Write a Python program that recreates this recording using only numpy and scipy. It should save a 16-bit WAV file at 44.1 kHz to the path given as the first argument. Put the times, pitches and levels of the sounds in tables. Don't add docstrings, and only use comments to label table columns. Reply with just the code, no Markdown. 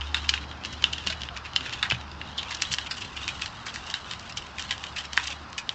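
import sys
import numpy as np
from scipy import signal
from scipy.io import wavfile
from scipy.ndimage import uniform_filter1d

SR = 44100
rng = np.random.default_rng(int(sys.argv[2]) if len(sys.argv) > 2 else 0)


def volts(x):
    e = np.asarray(x, float) / 20
    return 10 ** e


def int16_out(signal):
    q = np.round(np.clip(np.atleast_2d(signal).T, -1, 1) * 32767)
    wavfile.write(sys.argv[1], SR, q.astype(np.int16))


N = 253134

# start in seconds, peak in dB,
# ring in Hz, relative fibre brightness in dB, cascade length in ms.
RIM_BITES = [(0.0095, -24, 3000, -12, 1.8), (0.2918, -7.5, 2980, -5.5, 4.9), (0.6492, -20, 2890, -4.5, 3),
             (0.8406, -4.5, 3080, -11.5, 2.9), (0.9327, -17.5, 3020, -6.5, 5.9),
             (1.0715, -13.5, 2833, -7, 7), (1.2178, -23, 3370, -6, 3.1), (1.5616, -8, 3570, -10, 4.5),
             (1.735, -22, 3070, -7, 4.3), (1.9012, -16, 3070, -7, 4), (2.3805, -19, 3526, -12.5, 15),
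             (2.621, -11, 2660, 0.5, 4.1), (2.7159, -22, 3000, -11.5, 11), (2.7256, -21, 3160, 6, 15),
             (2.8694, -27.5, 2800, -12, 5), (3.0144, -30, 2760, -7, 19), (3.022, -24.5, 2805, -12, 3.7),
             (3.169, -25, 2830, -11.5, 13), (3.279, -17.5, 2635, -3, 1.1), (3.2889, -22.5, 2410, -11, 6),
             (3.4202, -18, 2646, -7.5, 3.6), (4.3732, -21, 3000, -5, 8.5), (5.3079, -29, 2620, -6.5, 8.3),
             (5.6918, -13.5, 3700, -13, 1.7)]
# start in seconds, peak in dB,
# ring in Hz, relative fibre brightness in dB, cascade length in ms.
DEEP_BITES = [(0.1443, -11.5, 3650, -22, 6.1), (0.166, -25, 3390, -17.5, 12),
              (0.3383, -12, 3300, -14.5, 5.1), (1.101, -19.5, 3830, -8.5, 5.9),
              (1.2875, -23.5, 3000, -24, 1.2), (1.608, -26.5, 3340, -14, 4.5),
              (1.6607, -26, 1711, -6.5, 13), (1.8269, -12, 3660, -22.5, 7.1), (1.8496, -24, 1920, -17, 15),
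              (1.9208, -15, 2820, -16, 4.1), (2.2141, -23.5, 2780, -17, 3.8), (2.5071, -24.5, 1520, 0, 13),
              (2.7845, -14.5, 3070, -8, 3.4), (2.91, -22, 4830, -11.5, 8.3), (3.4596, -22, 4140, -6, 4.4),
              (3.6642, -26.5, 1700, -1.5, 20), (3.7593, -22.5, 1920, -0.5, 2.3),
              (3.9398, -15.5, 3820, -13, 6.6), (4.1111, -23, 3710, -7.5, 12.4),
              (4.5835, -22.5, 2650, -7, 4.7), (4.5947, -23.5, 3040, -4.5, 12),
              (4.707, -15.5, 3000, -9.5, 11.6), (5.1322, -21, 3030, -0.5, 4.1),
              (5.1754, -5, 1870, -12.5, 1.7)]
# start in seconds, peak in dB,
# relative fibre brightness in dB, cascade length in ms.
NIBBLES = [(0.015, -24, -24, 4.9), (0.243, -29.5, -10, 7), (0.3766, -22.5, -14, 1.3),
           (0.4396, -32, -24, 2.3), (0.5135, -28.5, -32, 4.1), (0.637, -28, -7, 2.2),
           (0.6574, -26, -1, 4.7), (0.7295, -32.5, 0, 8.1), (0.8238, -26, -4, 5.3),
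           (0.9813, -25.5, -10, 5.7), (1.0652, -28, -4, 4.3), (1.1241, -25, -7, 8.8),
           (1.2338, -23, -6.5, 3.1), (1.3648, -27.5, -8, 11), (1.3731, -26, 3, 1.8),
           (1.4512, -30, -12.5, 13), (1.534, -29, -5.5, 1.1), (1.6945, -26, -6, 1.6),
           (1.7257, -24.5, -8, 19), (1.7587, -43.5, -15, 6.2), (1.9105, -13.5, -14.5, 6.1),
           (1.947, -28.5, -9, 11), (2.43, -25.5, -7, 5.7), (2.5231, -28.5, -22, 6.8), (2.5472, -22.5, 5, 5),
           (2.604, -31, -12, 3), (2.6516, -24, -28, 8.6), (2.7384, -14.5, -4, 3.4), (2.7443, -21, 13, 1.5),
           (2.862, -28, -20, 6.2)]
# start in seconds, peak in dB,
# relative fibre brightness in dB, cascade length in ms.
ROLLED_NIBBLES = [(2.9665, -30, -3, 27), (3.047, -31.5, -9, 7.6), (3.2215, -36.5, -12, 14),
                  (3.4784, -31, -9.5, 3.2), (3.6833, -29.5, -21, 12), (3.7402, -30, -1.5, 25),
                  (3.8677, -33, -8, 11), (3.9012, -24, 1, 3.2), (3.9115, -32, 1.5, 6.1),
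                  (4.1353, -25.5, -8, 3), (4.196, -31, 8, 3.3), (4.296, -32, -4, 8.9),
                  (4.422, -31, -10, 5.5), (4.624, -26, 9, 3), (4.6917, -32.5, -20, 5),
                  (4.7796, -29.5, -2, 2.4), (4.8393, -22, -10.5, 4.9), (4.8656, -32.5, -9, 5.9),
                  (4.9624, -25.5, -8, 13), (4.9698, -27.5, -24, 3.8), (4.9819, -24, -3.5, 23),
                  (5.0439, -33.5, -9, 11), (5.1602, -40, -8.5, 3.2), (5.169, -25, 9, 11.9),
                  (5.239, -29.5, 1, 5.9), (5.252, -29.5, -14, 11), (5.272, -23.5, 4, 5.5),
                  (5.2803, -24, -15, 1.9), (5.5296, -30.5, -2.5, 3.2), (5.580, -20.5, -4.5, 11)]
# start in seconds, peak in dB, ring in Hz.
TICKS = [(0.27, -40, 2850), (0.8003, -44, 2850), (1.208, -32, 2900), (1.4636, -39, 4110),
         (1.7946, -44, 3430), (2.0123, -32.5, 2750), (2.079, -43, 2700), (2.116, -34.5, 4800),
         (2.57, -30.5, 5270), (2.6152, -37, 5500), (3.3947, -31, 1900), (4.229, -40, 2940),
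         (4.3236, -31.5, 5100), (4.4668, -34.5, 2650), (4.925, -39, 5040), (5.054, -31.5, 5370),
         (5.211, -36, 4000), (5.503, -48, 6300)]
# frequency in Hz, width in Hz, level in dB.
LOW_WALL_MODES = [(1010, 290, -3), (1545, 480, 4.5), (1920, 1200, -0.5)]
MID_WALL_MODES = [(2683, 243, -5.5), (2760, 150, 4.5), (3070, 70, 1.5), (3660, 178, 1), (3897, 360, -10.5)]
FIBRE_MODES = [(4185, 900, 10.5), (5500, 1110, 14), (6290, 1810, 10.5), (7350, 720, 6.5),
               (8490, 1200, -11.5)]
# time in seconds, level in dB.
DRAG = [(0, -48.5), (0.3, -42.5), (0.58, -52.5), (0.72, -45.5), (1.1, -43), (1.4, -53), (1.7, -41.5),
        (1.9, -49), (2.1, -55.5), (2.5, -41.5), (3.05, -50), (3.3, -41), (3.6, -51), (3.9, -45),
        (4.5, -53.5), (4.65, -43.5), (5.1, -50.5), (5.32, -36.5)]
# start in seconds, peak in dB, ring in Hz,
# 60 dB decay in seconds, relative push in dB.
KNOCKS = [
    (1.069, -30.5, 181, 0.12, 12.5),
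    (1.604, -37.5, 262, 0.11, -7),
    (1.9211, -25.5, 119, 0.21, 13),
    (2.696, -34.5, 136.8, 0.17, -10),
    (5.175, -29, 310, 0.031, -13),
    (0.40, -39, 295, 0.13, -5),
    (1.10, -30.5, 648, 0.068, -10),
    (1.31, -36, 700, 0.089, -19),
    (5.30, -37.5, 560, 0.089, -6),
]
# frequency in Hz, 60 dB decay in seconds.
CAGE_DECAY = [(300, 0.85), (1500, 0.16), (3000, 0.11), (8000, 0.11)]
# time in seconds, pitch in Hz, level in dB.
DRONE = [(0.05, 71.3, -33.5), (0.45, 72.3, -42), (0.58, 75, -49), (0.85, 72.3, -41), (1, 73.5, -45),
         (1.15, 75.8, -44), (1.3, 69.7, -46.5), (1.9, 72.4, -50), (2.05, 73.5, -47.5), (2.3, 73, -49),
         (2.88, 71, -50), (3.02, 70.3, -65), (3.2, 69.4, -46.5), (3.42, 68, -47.5), (3.55, 71, -64),
         (4.35, 71.5, -51), (4.85, 73.5, -61), (5.1, 71.8, -47)]
# frequency in Hz, level in dB per Hz.
AIR_SPECTRUM = [(18, -30.5), (45, -10.5), (95, -4.5), (170, -10), (250, -11.5), (450, -18), (680, -15.5),
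                (760, -12), (1300, -11), (2000, -20), (3500, -29), (5000, -25), (7300, -47), (8900, -61)]

BITE_LEAD_S = 0.016
TURN_S = 2.6
OPEN_SHIFT = 1.053
SPOT_SHIFT = 0.07


def gnawing():
    rim_kind, deep_kind, nibble_kind = (4, -27), (-3.5, -14), (-8, -22)  # (creep dB, crumbs dB)
    bites = [(s, db, hz, -23.5, *rest, *rim_kind) for s, db, hz, *rest in RIM_BITES]
    for s, db, hz, *rest in DEEP_BITES:
        low_db = -6 + 12.5 * max(np.log2(3000 / hz), 0)
        bites.append((s, db, hz, low_db, *rest, *deep_kind))
    for table, hz, low_db in ((NIBBLES, 2850, -9.5), (ROLLED_NIBBLES, 2960, -10.5)):
        spots_hz = hz * (1 + 0.13 * rng.uniform(-1.2, 1, len(table)))
        for (s, db, *rest), spot_hz in zip(table, spots_hz):
            bites.append((s, db, spot_hz, low_db, *rest, *nibble_kind))
    # little low wall, dulled fibres, 4.1 ms cascade
    bites += [(s, db, hz, -17.5, -7.5, 4.1, *nibble_kind) for s, db, hz in TICKS]

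    margin_s = 0.1
    out = np.zeros(N + SR)
    chances = rng.random((len(bites), 3000, 3))
    for (s, *how), chance in zip(bites, chances):
        opening = OPEN_SHIFT if s > TURN_S else 1
        add(out, s + margin_s, bite(*how, opening, chance))
    return out[round((margin_s + BITE_LEAD_S) * SR):][:N]


def bite(db, hz, low_db, bright_db, length_ms, creep_db, crumb_db, opening, chance):
    t = np.arange(len(chance)) / SR - BITE_LEAD_S
    broken = t >= 0
    breaks_per_s = 2400
    sizes = 0.48 + 2.17 * chance[:, 2] ** 3
    breaks = (chance[:, 0] < breaks_per_s / SR) * np.sign(chance[:, 1] - 0.5) * sizes
    breaks = breaks + 0.066 * (chance[:, 1] - 0.5)

    creep = volts(-24 + creep_db - 0.79 * db) * np.exp(np.minimum(t, 0) / 0.0036)
    load = (t < 0) * creep * breaks
    main_break = 30 / length_ms ** 2 * np.exp(-0.5 * ((t - 0.0003) / 0.00003) ** 2)
    cascade = np.minimum(volts(-9 * t * 1000 / max(length_ms - 1.2, 0.4)), 1)
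    crumbs = volts(crumb_db - 260 * t)
    drive = broken * (cascade + crumbs) * breaks + main_break + load

    spot = 1 + SPOT_SHIFT * (2 * chance[0, 2] - 1)
    parts = [(drive, [(hz, hz / 9, 0)], -1.5),
             (drive, shifted(MID_WALL_MODES, spot), -5),
             (drive, shifted(LOW_WALL_MODES, spot), low_db),
             (drive + volts(1) * load, shifted(FIBRE_MODES, opening), bright_db)]
    sound = sum(volts(level) * peaked(signal.fftconvolve(x, rings(modes))) for x, modes, level in parts)
    return volts(db) * peaked(sound)


def rustle():
    grains_per_s, spread_db, clump_db = 1600, 2, 2.5
    size = volts(spread_db * np.minimum(rng.exponential(1, N), 4) + clump_db * drift(60))
    slips = size * (rng.random(N) < grains_per_s / SR) * rng.choice([-1., 1.], N)
    spot = np.round(np.clip(drift(30), -2, 2))

    def wandering(modes):
        return evened(sum(struck(slips * (spot == k), modes, 1 + SPOT_SHIFT * k) for k in range(-2, 3)))

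    low, mid = wandering(LOW_WALL_MODES), wandering(MID_WALL_MODES)
    still = evened(struck(slips, FIBRE_MODES, 1))
    turned = evened(struck(slips, FIBRE_MODES, OPEN_SHIFT))
    high = np.where(np.arange(N) / SR < TURN_S, volts(-9) * still, volts(-7.5) * turned)
    return pull() * (mid + volts(-6) * low + high)


def pull():
    s, db = np.transpose(DRAG + [(DRAG[-1][0] + 0.066, -55.5)])
    tears, t = np.zeros(N), np.arange(SR // 4) / SR
    for at, peak_db, *_ in RIM_BITES + DEEP_BITES:
        add(tears, at, volts(-32.5 + 0.77 * peak_db) * np.exp(-t / 0.042))
    return np.hypot(volts(np.interp(np.arange(N) / SR, s, db)), tears)


def knocks():
    out, t = np.zeros(N), np.arange(SR // 4) / SR
    for s, db, hz, t60, push_db in KNOCKS:
        ring = np.sin(2 * np.pi * hz * t) + 0.43 * np.sin(2 * np.pi * 1.5 * hz * t + 1.3)
        swell = 1 - np.exp(-t / 0.005)
        push = volts(push_db) * np.exp(-t / 0.00053) * np.sin(2 * np.pi * 1000 * t)
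        add(out, s, volts(db - 60 * t / t60) * (-ring * swell + push))
    return out


def cage(x):
    out, t = np.zeros(N), np.arange(N) / SR
    for k in range(3):
        taps = np.zeros(SR // 4)
        at = np.arange(100, len(taps) - 20, 20)
        taps[at + rng.integers(0, 20, len(at))] = rng.choice([-1., 1.], len(at))
        hz, u, z = signal.stft(taps, SR, nperseg=128)
        decay = volts(-60 * u / read(CAGE_DECAY, hz)[:, None])
        tail = signal.istft(z * decay, SR, nperseg=128)[1]
        share = np.sqrt(2 / 3) * np.cos(2 * np.pi * (3.1 * t + k / 3))
        out += signal.fftconvolve(x * share, tail / np.linalg.norm(tail))[:N]
    return out


def drone():
    s, hz, db = np.transpose(DRONE + [(N / SR, DRONE[-1][1], -57.5)])
    t = np.arange(N) / SR
    pitch_hz = np.interp(t, s, hz) * (1 + 0.022 * drift(18))
    throb_db = 1.8 * drift(10)
    level = np.sqrt(2) * volts(np.interp(t, s, db) + throb_db)
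    return level * np.sin(2 * np.pi * np.cumsum(pitch_hz) / SR)


def air():
    frames, hz = N // 512 + 5, np.fft.rfftfreq(2048, 1 / SR)
    a, b, patches = rng.standard_normal((frames, 1025, 3)).T
    patches = evened(uniform_filter1d(uniform_filter1d(patches, 14, 0), 10, 1))
    fading_db = np.linspace(2.5, -1.5, frames) / (1 + (hz[:, None] / 450) ** 2)
    z = (a + 1j * b) * volts(read(AIR_SPECTRUM, hz)[:, None] + 1.3 * patches + fading_db)
    return volts(-43) * evened(signal.istft(z, nperseg=2048, noverlap=1536)[1][:N])


def rings(modes, size=700):
    t, out = np.arange(size) / SR, np.zeros(size)
    for k, (hz, width_hz, db) in enumerate(modes):
        decay = width_hz * np.exp(-np.pi * width_hz * t)
        out += (-1) ** k * volts(db) * decay * np.sin(2 * np.pi * hz * t)
    return out


def shifted(modes, factor):
    return [(hz * factor, width_hz, db) for hz, width_hz, db in modes]


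def struck(slips, modes, factor):
    return signal.oaconvolve(slips, rings(shifted(modes, factor)))[:N]


def drift(rate_hz, count=24):
    hz, phase = np.geomspace(rate_hz / 12, rate_hz, count), rng.random(count)
    t = np.arange(0, N + 256, 256) / SR
    slow = (np.sin(2 * np.pi * (hz * t[:, None] + phase)) / np.sqrt(hz)).sum(1)
    return np.interp(np.arange(N) / SR, t, evened(slow))


def evened(x):
    return x / np.sqrt(np.mean(x ** 2) + 1e-20)


def peaked(x, size=60):
    return x / np.sqrt(2 * uniform_filter1d(x ** 2, size).max() + 1e-20)


def read(points, hz):
    f, value = np.transpose(points)
    return np.interp(np.log(hz + 1), np.log(f + 1), value)


def add(mix, s, sound):
    part = mix[max(round(s * SR), 0):][:len(sound)]
    part += sound[:len(part)]


def scene():
    no_bass = signal.butter(4, 1000, "high", fs=SR, output="sos")
    near = signal.sosfilt(no_bass, gnawing() + rustle())
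    mix = near + volts(-11) * cage(near) + knocks() + drone() + air()
    return mix[None]


def low_pass(x):
    return signal.sosfilt(signal.butter(12, 9010, fs=SR, output="sos"), x)


def record(dry):
    band = signal.firwin(127, 8480, window=("kaiser", 8), fs=SR)
    mix = signal.oaconvolve(dry, band[None], "same")
    return low_pass(mix)


dry = scene()
out = record(dry)
int16_out(out)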